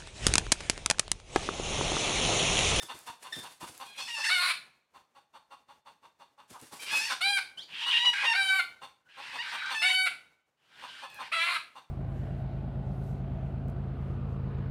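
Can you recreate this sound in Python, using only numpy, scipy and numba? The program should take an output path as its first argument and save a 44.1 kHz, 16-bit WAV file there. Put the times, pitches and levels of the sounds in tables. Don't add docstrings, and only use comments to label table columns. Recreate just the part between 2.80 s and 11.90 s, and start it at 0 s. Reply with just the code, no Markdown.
import sys
import numpy as np
from scipy import signal
from scipy.fft import rfft, irfft
from scipy.io import wavfile
from scipy.ndimage import uniform_filter1d
from numba import njit

SR = 44100
rng = np.random.default_rng(int(sys.argv[2]) if len(sys.argv) > 2 else 0)


def wav_out(sig):
    wavfile.write(sys.argv[1], SR, np.round(np.clip(np.atleast_2d(sig).T, -1, 1) * 32767).astype(np.int16))


def how_loud(loudness_db):
    steps = np.asarray(loudness_db, float) / 20
    return 10 ** steps


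N = 401310
T = np.arange(N) / SR


def level(x, db):
    return x * how_loud(db) / np.sqrt(np.mean(x ** 2) + 1e-30)


def colour(x, points, size=1024):
    hz, db = np.transpose(points)
    bins_hz = np.arange(size // 2 + 1) * SR / size
    log_gain = np.interp(np.log(bins_hz + 1), np.log(hz), db) * np.log(10) / 20
    cepstrum = irfft(log_gain)
    cepstrum[1:size // 2] *= 2
    cepstrum[size // 2 + 1:] = 0
    response = irfft(np.exp(rfft(cepstrum)))
    return signal.oaconvolve(x, response)[:len(x)]


def brighter(x, db, hz):
    treble = signal.sosfilt(signal.butter(2, hz, "high", fs=SR, output="sos"), x)
    return x + (how_loud(db) - 1) * treble


def walk(rate_hz, size):
    k = max(int(SR / rate_hz), 1)
    return level(uniform_filter1d(uniform_filter1d(rng.standard_normal(size), k), k), 0)


@njit
def sweep(x, hz, width):
    y, band, low = np.empty(len(x)), 0., 0.
    for i in range(len(x)):
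        g, k = np.tan(np.pi * hz[i] / SR), width / hz[i]
        v = (band + g * (x[i] - low)) / (1 + g * (g + k))
        band, low, y[i] = 2 * v - band, low + 2 * g * v, k * v
    return y


def span(table, fade_s):
    s, *columns = np.transpose(table)
    at = slice(int(s[0] * SR), min(int(s[-1] * SR), N))
    t = T[at]
    ends = np.clip(np.minimum(t - s[0], s[-1] - t) / fade_s, 0, 1)
    return at, t, [np.interp(t, s, c) for c in columns], ends


def pulses(hz, patchy_db, overtones_db):
    phase = 2 * np.pi * np.cumsum(hz) / SR
    count = int(SR / 2.6 / np.mean(hz))
    knots = np.linspace(0, len(hz), len(hz) // 1500 + 2)
    shape_db = np.asarray(overtones_db)[np.minimum(np.arange(count), len(overtones_db) - 1), None]
    gains = how_loud(shape_db + patchy_db * rng.standard_normal((count, len(knots))))
    samples = np.arange(len(hz))
    train = sum(np.interp(samples, knots, g) * np.cos(k * phase) for k, g in enumerate(gains, 1))
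    return level(train, 0), phase


def syrinx(hz, hoarse, alternate, overtones_db, wobble, chaos, chaos_hz, flicker, patchy_db):
    hoarse = np.clip(hoarse + flicker * hoarse * (1 - hoarse) * walk(30.7, len(hz)), 0, 1)
    even, phase = pulses(hz * (1 + wobble * walk(120, len(hz))), patchy_db, overtones_db)
    even = even * (1 + alternate * np.cos(phase / 2))
    uneven, phase = pulses(hz * np.exp(chaos * hoarse * walk(chaos_hz, len(hz))), patchy_db, overtones_db)
    uneven = uneven * (1 + alternate * np.cos(phase / 2)) * how_loud(2 * walk(1000, len(hz)))
    air = hoarse ** 3 * .6
    uneven = np.sqrt(1 - air) * uneven + np.sqrt(air) * rng.standard_normal(len(hz))
    return np.sqrt(1 - hoarse) * even + np.sqrt(hoarse) * uneven


LOW_HZ, HIGH_HZ = 2050, 4200


def overtones(shape_db, hz, low_db, high_db):
    at_hz = hz * np.arange(1, len(shape_db) + 1)
    return np.array(shape_db) + low_db * (at_hz < LOW_HZ) + high_db * (at_hz > HIGH_HZ)


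# level/dB of overtones 1-6, then of all higher ones
FOWL_OVERTONES_DB = (-5.5, 0, 2.5, -2.5, -1.5, -0.5, -2)
# f/Hz, gain/dB
FOWL_THROAT = [(240, -59.5), (400, -23.5), (701, -32), (867, -5), (1450, -3.5), (2470, -7), (3190, -4.5),
               (5190, -8), (6500, -16.5), (9090, -16.5), (15000, -40)]


def fowl(hz, hoarse, alternate, beak_hz, low_db, high_db):
    shape_db = overtones(FOWL_OVERTONES_DB, hz[0], low_db, high_db)
    source = syrinx(hz, hoarse, alternate, shape_db, wobble=.007, chaos=.17, chaos_hz=514.4,
                    flicker=.5, patchy_db=4.0)
    throat = colour(source, FOWL_THROAT)
    return level(throat + 1.73 * sweep(throat, beak_hz, 670.0), 0)


# t/s, length/s, start f/Hz, end f/Hz, peak level/dB
PEEPS = [
    (0.0, 0.069, 1800, 1680, -43.5),
    (0.523, 0.029, 1800, 1800, -31),
    (.55, 0.073, 1830, 1750, -42),
    (1.046, 0.15, 830, 800, -54.5),
    (1.174, .04, 830, 800, -38.5),
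    (1.21, 0.11, 870, 890, -39),
    (3.991, 0.12, 775, 810, -46.5),
    (4.772, 0.072, 1514, 2430, -41),
    (6.252, 0.077, 1460, 1700, -67.5),
]
# loss by the end/dB, beak f/Hz, overtones below LOW_HZ/dB, overtones above HIGH_HZ/dB
PEEP_SHAPES = [(13, 2400, -1, -4), (12, 1700, -5, -6.5), (7, 3700, 8, -3.5), (-1, 1100, -16.5, -14.5),
               (2.5, 3300, -16.5, 3.5), (5, 2650, -15, 5.5), (-1, 2600, -23.5, 2), (6.5, 3200, -10.5, -6.5),
               (-3, 1440, 10, -15)]
PEEP_ATTACK_S, PEEP_FADE_SHARE, PEEP_HOARSE = .008, .4, .38


def peeps():
    out = np.zeros(N)
    for peep, shape in zip(PEEPS, PEEP_SHAPES):
        s, length, from_hz, to_hz, db = peep
        lost_db, beak_hz, low_db, high_db = shape
        times = s + np.array([0, PEEP_ATTACK_S, PEEP_FADE_SHARE * length, length])
        pitch = [from_hz, from_hz, .3 * to_hz + .7 * from_hz, to_hz]
        gains_db = db - np.array([9, 0, 0.93 * lost_db, lost_db])
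        at, t, (hz, gain_db), ends = span(np.transpose([times, pitch, gains_db]), fade_s=0.0017)
        voice = fowl(hz, PEEP_HOARSE + 0 * t, 0, beak_hz + 0 * t, low_db, high_db)
        out[at] += voice * how_loud(gain_db) * ends
    return out


# t/s, drag/s, rustle level/dB, ground thud re rustle/dB
STEPS = [(0.034, 0.018, -56, 3), (.15, 0.094, -58, 3.5), (.3, 0.014, -68.5, 9), (.43, .06, -62.5, -11.5),
         (.53, .02, -57, -15.5), (0.575, .02, -58, 15), (0.631, .08, -62.5, 2), (0.831, .03, -54, 5),
         (.9, .26, -64, 6.5), (1.2, .02, -59, -23), (3.712, .02, -60, 6), (3.826, .02, -61, 7),
         (3.93, .16, -56.5, 1), (4.13, .05, -47.5, -4.5)]
# t/s, peak level/dB
SNAPS = [(0.0333, -44), (0.19, -46.5), (0.574, -55), (0.722, -57), (0.9782, -48), (3.706, -53.5),
         (3.8145, -48), (4.0043, -50.5), (8.3018, -58), (8.315, -61), (8.345, -50), (8.3506, -61)]
# f/Hz, density/dB per Hz
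LEAF = [(150, -31.5), (250, -11.5), (420, -11), (499, -9.5), (755, -8), (995, -9), (1610, -8), (6420, -11),
        (9390, -9), (15500, -24)]
STEP_ATTACK_S, STEP_RELEASE_S, STEP_DRAG_DB, STEP_EDGE_DB = .035, 0.074, -3.5, -14.5
THUD_ATTACK_S, THUD_DECAY_S = .006, 0.018


def feet():
    out = np.zeros(N)
    thud_band = signal.butter(3, (85, 480), "band", fs=SR, output="sos")
    for s, drag, top_db, thud_db in STEPS:
        times = np.maximum(s + np.cumsum([-STEP_ATTACK_S, STEP_ATTACK_S, drag, STEP_RELEASE_S]), 0)
        gains_db = top_db + np.array([STEP_EDGE_DB, 0, STEP_DRAG_DB, STEP_EDGE_DB])
        at, t, (db,), ends = span(np.transpose([times, gains_db]), fade_s=0.0029)
        grains = rng.standard_normal(len(t)) * how_loud(0.78 * rng.exponential(size=len(t)))
        grains = grains * how_loud(5.5 * walk(60, len(t)))
        rustle = level(colour(grains, LEAF), 7.7)
        landing = np.exp(np.minimum((t - s) / THUD_ATTACK_S, (s - t) / THUD_DECAY_S))
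        thud = level(signal.sosfilt(thud_band, rng.standard_normal(len(t))), 0)
        out[at] += how_loud(db) * ends * (rustle + thud * how_loud(thud_db + 3.5) * landing)
    t = np.arange(int(.012 * SR)) / SR
    for s, db in SNAPS:
        crack = rng.standard_normal(len(t)) * np.exp(-t / 0.00038)
        crack = sweep(crack, 9000 + 0 * t, 7000.)
        i = int(s * SR)
        out[i:i + len(t)] += crack * how_loud(db + 13.5) / np.abs(crack).max()
    return out


# t/s, peak level/dB, treble/dB
CLUCKS = [(0.089, -36, 9), (0.271, -37, 8), (0.442, -40, 8.5), (0.639, -40, 8.5), (0.812, -38, 5.5),
          (1.002, -37, 7), (1.183, -38.5, 11.5), (1.373, -36.5, 8), (3.74, -46, -11.5), (3.918, -44, 2.5),
          (4.118, -32, 12), (4.3, -30.5, 12), (5.065, -37.5, 17), (5.243, -38, -12.5), (5.43, -31.5, -12.5),
          (6.02, -39, 8.5), (6.375, -39.5, 4), (6.537, -35.5, 8), (6.724, -34.5, 11.5), (6.905, -34, 14.5),
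          (8.025, -38.5, 6), (8.223, -37, 5.5), (8.393, -33.5, 5.5), (8.957, -42.5, 5.5)]
# t/s, peak level/dB
CLUCKS_AWAY = [(2.147, -48.5), (2.355, -51), (2.54, -46.5), (2.711, -44.5), (2.888, -49), (3.063, -46.5),
               (3.23, -51.5), (3.402, -49.5), (3.582, -49.5)]
CLUCK_TREBLE_AWAY_DB = 4.5
# f/Hz, width/Hz, gain/dB
CLUCK_THROAT = [(262, 61, -20), (677, 340, -14.5), (959, 398, 2), (2760, 220, -12.5), (3540, 230, -13.5),
                (4375, 260, -17.5), (5940, 340, -28), (8800, 1400, -30.5), (11760, 7600, -43.5)]


def clucks():
    out, t = np.zeros(N), np.arange(int(.056 * SR)) / SR
    swell = np.minimum(1.06 * np.sin(np.pi * t / t[-1]) ** 1.01, 1)
    away = [(*row, CLUCK_TREBLE_AWAY_DB) for row in CLUCKS_AWAY]
    for s, db, treble_db in list(CLUCKS) + away:
        hz = 280 * (1 + .05 * rng.standard_normal()) * (1 - 0.11 * t / t[-1])
        source = syrinx(hz, hoarse=0.36, alternate=.1, overtones_db=[0], wobble=.04, chaos=0.33,
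                        chaos_hz=292.0, flicker=.3, patchy_db=0.5)
        source = source + .4 * rng.standard_normal(len(t))
        throat = np.zeros(len(t))
        for f, width, gain_db in CLUCK_THROAT:
            once = sweep(source, f + 0 * t, width + 0.)
            throat += how_loud(gain_db) * sweep(once, f + 0 * t, width + 0.)
        i = int((s - .009) * SR)
        out[i:i + len(t)] += brighter(level(throat, db - 4.5) * swell, treble_db, hz=1860)
    return out


# t/s, length/s, swell/s, level after the swell/dB, end level/dB
CRIES = [
    (1.269, .235, .1, -32.5, -23),
    (4.059, 0.29, .06, -35, -40),
    (4.88, 0.43, .18, -28.5, -28),
    (5.328, .22, .01, -24, -31.5),
    (6.28, .66, 0.16, -43.5, -33),
    (6.941, .175, .03, -27, -27),
    (7.766, .72, 0.25, -49.5, -45.5),
]
# rasp f/Hz, open beak f/Hz, closing beak f/Hz, overtones below LOW_HZ/dB, above HIGH_HZ/dB
CRY_SHAPES = [(930, 2800, 1910, 2, 5), (830, 2600, 1500, -2.5, 5), (930, 2900, 2400, -4.5, -11),
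              (850, 2100, 2120, 2, -7), (850, 2660, 630, 1, -9.5), (930, 2620, 2400, 3, -2.5),
              (830, 3060, 2200, 5.5, -4.5)]
# t/s, length/s, start f/Hz, end f/Hz, level/dB
CLEAN_LOCKS = [(5.199, 0.046, 954, 970, -26.5), (5.26, .062, 979, 925, -21.5),
               (5.465, .06, 930, 915, -25.5), (6.594, .022, 918.4, 1010, -36.5),
               (6.953, 0.14, 882, 878, -32.5)]
HALF_LOCKS = [(1.291, .05, 955, 933, -39.5), (1.355, .08, 895, 873, -35.5), (1.45, 0.056, 878, 909, -29),
              (4.115, .09, 850, 855, -32.5), (4.217, .055, 882, 905, -31.5),
              (5.055, .045, 953.4, 986.5, -32.5), (5.136, 0.026, 932.5, 923, -26),
              (7.09, 0.016, 907, 1083, -31), (8.246, .05, 880, 864, -55.5), (8.31, .11, 871, 804, -52)]
FAINT_LOCKS = [(4.281, 0.046, 884, 696, -35), (5.014, .03, 946, 938, -32), (5.164, .025, 930, 964, -26),
               (5.345, .09, 794.6, 830, -32.5), (6.74, .11, 804, 758.6, -40), (6.87, .06, 773, 810, -37.5),
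               (8.431, 0.023, 850, 970, -47)]
SWELL_DB_PER_S, RASP_WANDER, LOCK_S = 131.5, .05, .011
RASP_HOARSE, FAINT_HOARSE, HALF_HOARSE, HALF_ALTERNATE, CLEAN_HOARSE = .92, .68, .3, .1, .08


def cries():
    out = np.zeros(N)
    locks = [(*row, CLEAN_HOARSE, 0) for row in CLEAN_LOCKS]
    locks += [(*row, HALF_HOARSE, HALF_ALTERNATE) for row in HALF_LOCKS]
    locks += [(*row, FAINT_HOARSE, HALF_ALTERNATE) for row in FAINT_LOCKS]
    for cry, cry_shape in zip(CRIES, CRY_SHAPES):
        s, length, swell, top_db, end_db = cry
        rasp_hz, open_hz, shut_hz, low_db, high_db = cry_shape
        envelope = [(s, top_db - SWELL_DB_PER_S * swell), (s + swell, top_db), (s + length, end_db)]
        at, t, (db,), ends = span(envelope, fade_s=0.0098)
        voice = np.array([rasp_hz * (1 + RASP_WANDER * walk(12, len(t))), db, RASP_HOARSE + 0 * t, 0 * t])
        for when, held, from_hz, to_hz, lock_db, hoarse, alternate in locks:
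            locked = np.clip(np.minimum(t - when, when + held - t) / LOCK_S + 1, 0, 1)
            lock_hz = np.interp(t, [when, when + held], [from_hz, to_hz])
            steady = np.array([lock_hz, lock_db + 0 * t, hoarse + 0 * t, alternate + 0 * t])
            voice = voice + locked * (steady - voice)
        hz, db, hoarse, alternate = voice
        beak_hz = open_hz + (shut_hz - open_hz) * np.abs((t - s) / length) ** 2.7
        out[at] += fowl(hz, hoarse, alternate, beak_hz, low_db, high_db) * how_loud(db) * ends
    return out


# t/s, time until the voice drops/s, f/Hz reached by the attack, settled f/Hz, f/Hz before the drop
SQUAWKS = [
    (1.488, .205, 755.5, 708, 732),
    (4.405, 0.16, 786, 808, 790),
    (5.541, 0.24, 794.7, 770, 763),
    (7.014, .24, 754, 747, 757),
    (8.515, 0.23, 663.6, 660, 710),
]
# attack/s, level after it/dB, loss while held/dB, overtones below LOW_HZ/dB, above HIGH_HZ/dB
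SQUAWK_EFFORT = [(.035, -23.5, 7, 0.5, 5), (.04, -26, 3.5, 0, 0.5), (.03, -25, 2.5, 2.5, -1),
                 (0.041, -24.5, 4, -0.5, -0.5), (.018, -27, 4, 2, -1)]
SQUAWK_TREBLE_DB = (-1.5, -8.5, -3.5, 0.5, -2.5, -5)
SQUAWK_HOARSE = (.65, .05, .04, .04, .6, .8)
# t/s, hoarse share before, after, alternation before, after
BREAKS = [
    (1.6, .14, .28, .05, .9),
    (5.73, .04, .12, 0, .2),
    (8.6, .3, .55, .2, .8),
]
# level/dB of overtones 1-6, then of all higher ones
HEN_OVERTONES_DB = (2.5, -1.5, 0.5, 1.3, 4.5, 5.5, -1.5)
# f/Hz, gain/dB
SQUAWK_THROAT = [(290, -55), (500, -23), (745, -23.5), (1210, -3.5), (1470, -6), (1850, -11), (2290, -2.5),
                 (3370, -18.5), (4050, -15.5), (6300, -34.5), (9510, -22), (13800, -41), (15000, -40.5)]
SQUAWK_START_PITCH, SQUAWK_DROP_PITCH = .88, .91
SQUAWK_START_DB, SQUAWK_KICK_DB, SQUAWK_END_DB = -2, 1.5, -10
SQUAWK_SETTLE_S, SQUAWK_DROP_S, SQUAWK_END_S = .06, .02, .018
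BREAK_S = 0.049


def squawks():
    out = np.zeros(N)
    for squawk, effort in zip(SQUAWKS, SQUAWK_EFFORT):
        s, hold, top_hz, settled_hz, last_hz = squawk
        attack, top_db, sag_db, low_db, high_db = effort
        held = hold - attack - SQUAWK_SETTLE_S
        times = s + np.cumsum([0, attack, SQUAWK_SETTLE_S, held, SQUAWK_DROP_S, SQUAWK_END_S])
        pitch = [SQUAWK_START_PITCH * top_hz, top_hz, settled_hz, last_hz] + [SQUAWK_DROP_PITCH * last_hz] * 2
        gain = top_db + np.array([SQUAWK_START_DB, 0, -sag_db / 2, -sag_db,
                                  SQUAWK_KICK_DB - sag_db, SQUAWK_END_DB - sag_db])
        table = np.transpose([times, pitch, gain, SQUAWK_TREBLE_DB, SQUAWK_HOARSE])
        at, t, (hz, db, treble_db, hoarse), ends = span(table, fade_s=0.012)
        alternate = 0 * t
        for when, before, after, few, pairs in BREAKS:
            if s < when < s + hold:
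                broken = np.clip((t - when) / BREAK_S + .5, 0, 1)
                hoarse = np.maximum(hoarse, before + (after - before) * broken)
                alternate = few + (pairs - few) * broken
        shape_db = overtones(HEN_OVERTONES_DB, settled_hz, low_db, high_db)
        source = syrinx(hz, hoarse, alternate, shape_db, wobble=0.0046, chaos=.14, chaos_hz=445,
                        flicker=.7, patchy_db=3.5)
        throat = level(colour(source, SQUAWK_THROAT), 0)
        out[at] += brighter(throat, treble_db, hz=5540) * how_loud(db) * ends
    return out


def foliage(x, smear_s):
    t = np.arange(2048) / SR
    paths = rfft(rng.standard_normal(len(t)) * np.exp(-t / smear_s))
    scatter = np.roll(irfft(paths / np.abs(paths)), 128)
    return signal.oaconvolve(x, scatter)[128:N + 128]


# f/Hz, gain/dB
ECHO_COLOUR = [(100, -17), (700, -4), (2000, -3.5), (5000, -1), (15000, -2)]


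def trunks(x, t60, echo_db):
    t = np.arange(int(.75 * SR)) / SR
    decay = np.exp(-np.log(1000) * t / t60)
    onset = np.clip((t - .004) / 0.0056, 0, 1)
    tail = colour(rng.standard_normal(len(t)) * decay * onset, ECHO_COLOUR)
    return how_loud(echo_db) * signal.oaconvolve(x, tail / np.sqrt(np.sum(tail ** 2)))[:N]


# f/Hz, gain/dB
HUSH = [(18, -31.5), (30, -14), (114, 2.5), (379, 0.5), (622, 2), (830, 2.5), (5040, -13), (6370, -12),
        (8720, -16.5), (15500, -22.5)]
HUSH_DB = -75.5


def hush(sounds):
    heard_db = 10 * np.log10(uniform_filter1d(sounds ** 2, int(0.021 * SR)) + 1e-12)
    opening = np.clip((heard_db + 81.0) / 35, 0, 1)
    steady = level(colour(rng.standard_normal(N), HUSH), HUSH_DB - 4.5)
    return steady * how_loud(16.5 * opening + 2 * walk(29, N))


def scene():
    birds = foliage(peeps() + clucks() + cries() + squawks(), smear_s=0.0017)
    steps = feet()
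    near = trunks(birds + 1.2 * steps, t60=0.31, echo_db=-5.5)
    far = trunks(brighter(birds, -14.0, hz=2200), t60=0.63, echo_db=-20.5)
    sounds = birds + steps + near + far
    return (sounds + hush(sounds))[None]


def low_pass(x):
    return signal.sosfilt(signal.butter(12, 15760, fs=SR, output="sos"), x)


def record(dry):
    return low_pass(dry)


dry = scene()
out = record(dry)
wav_out(out)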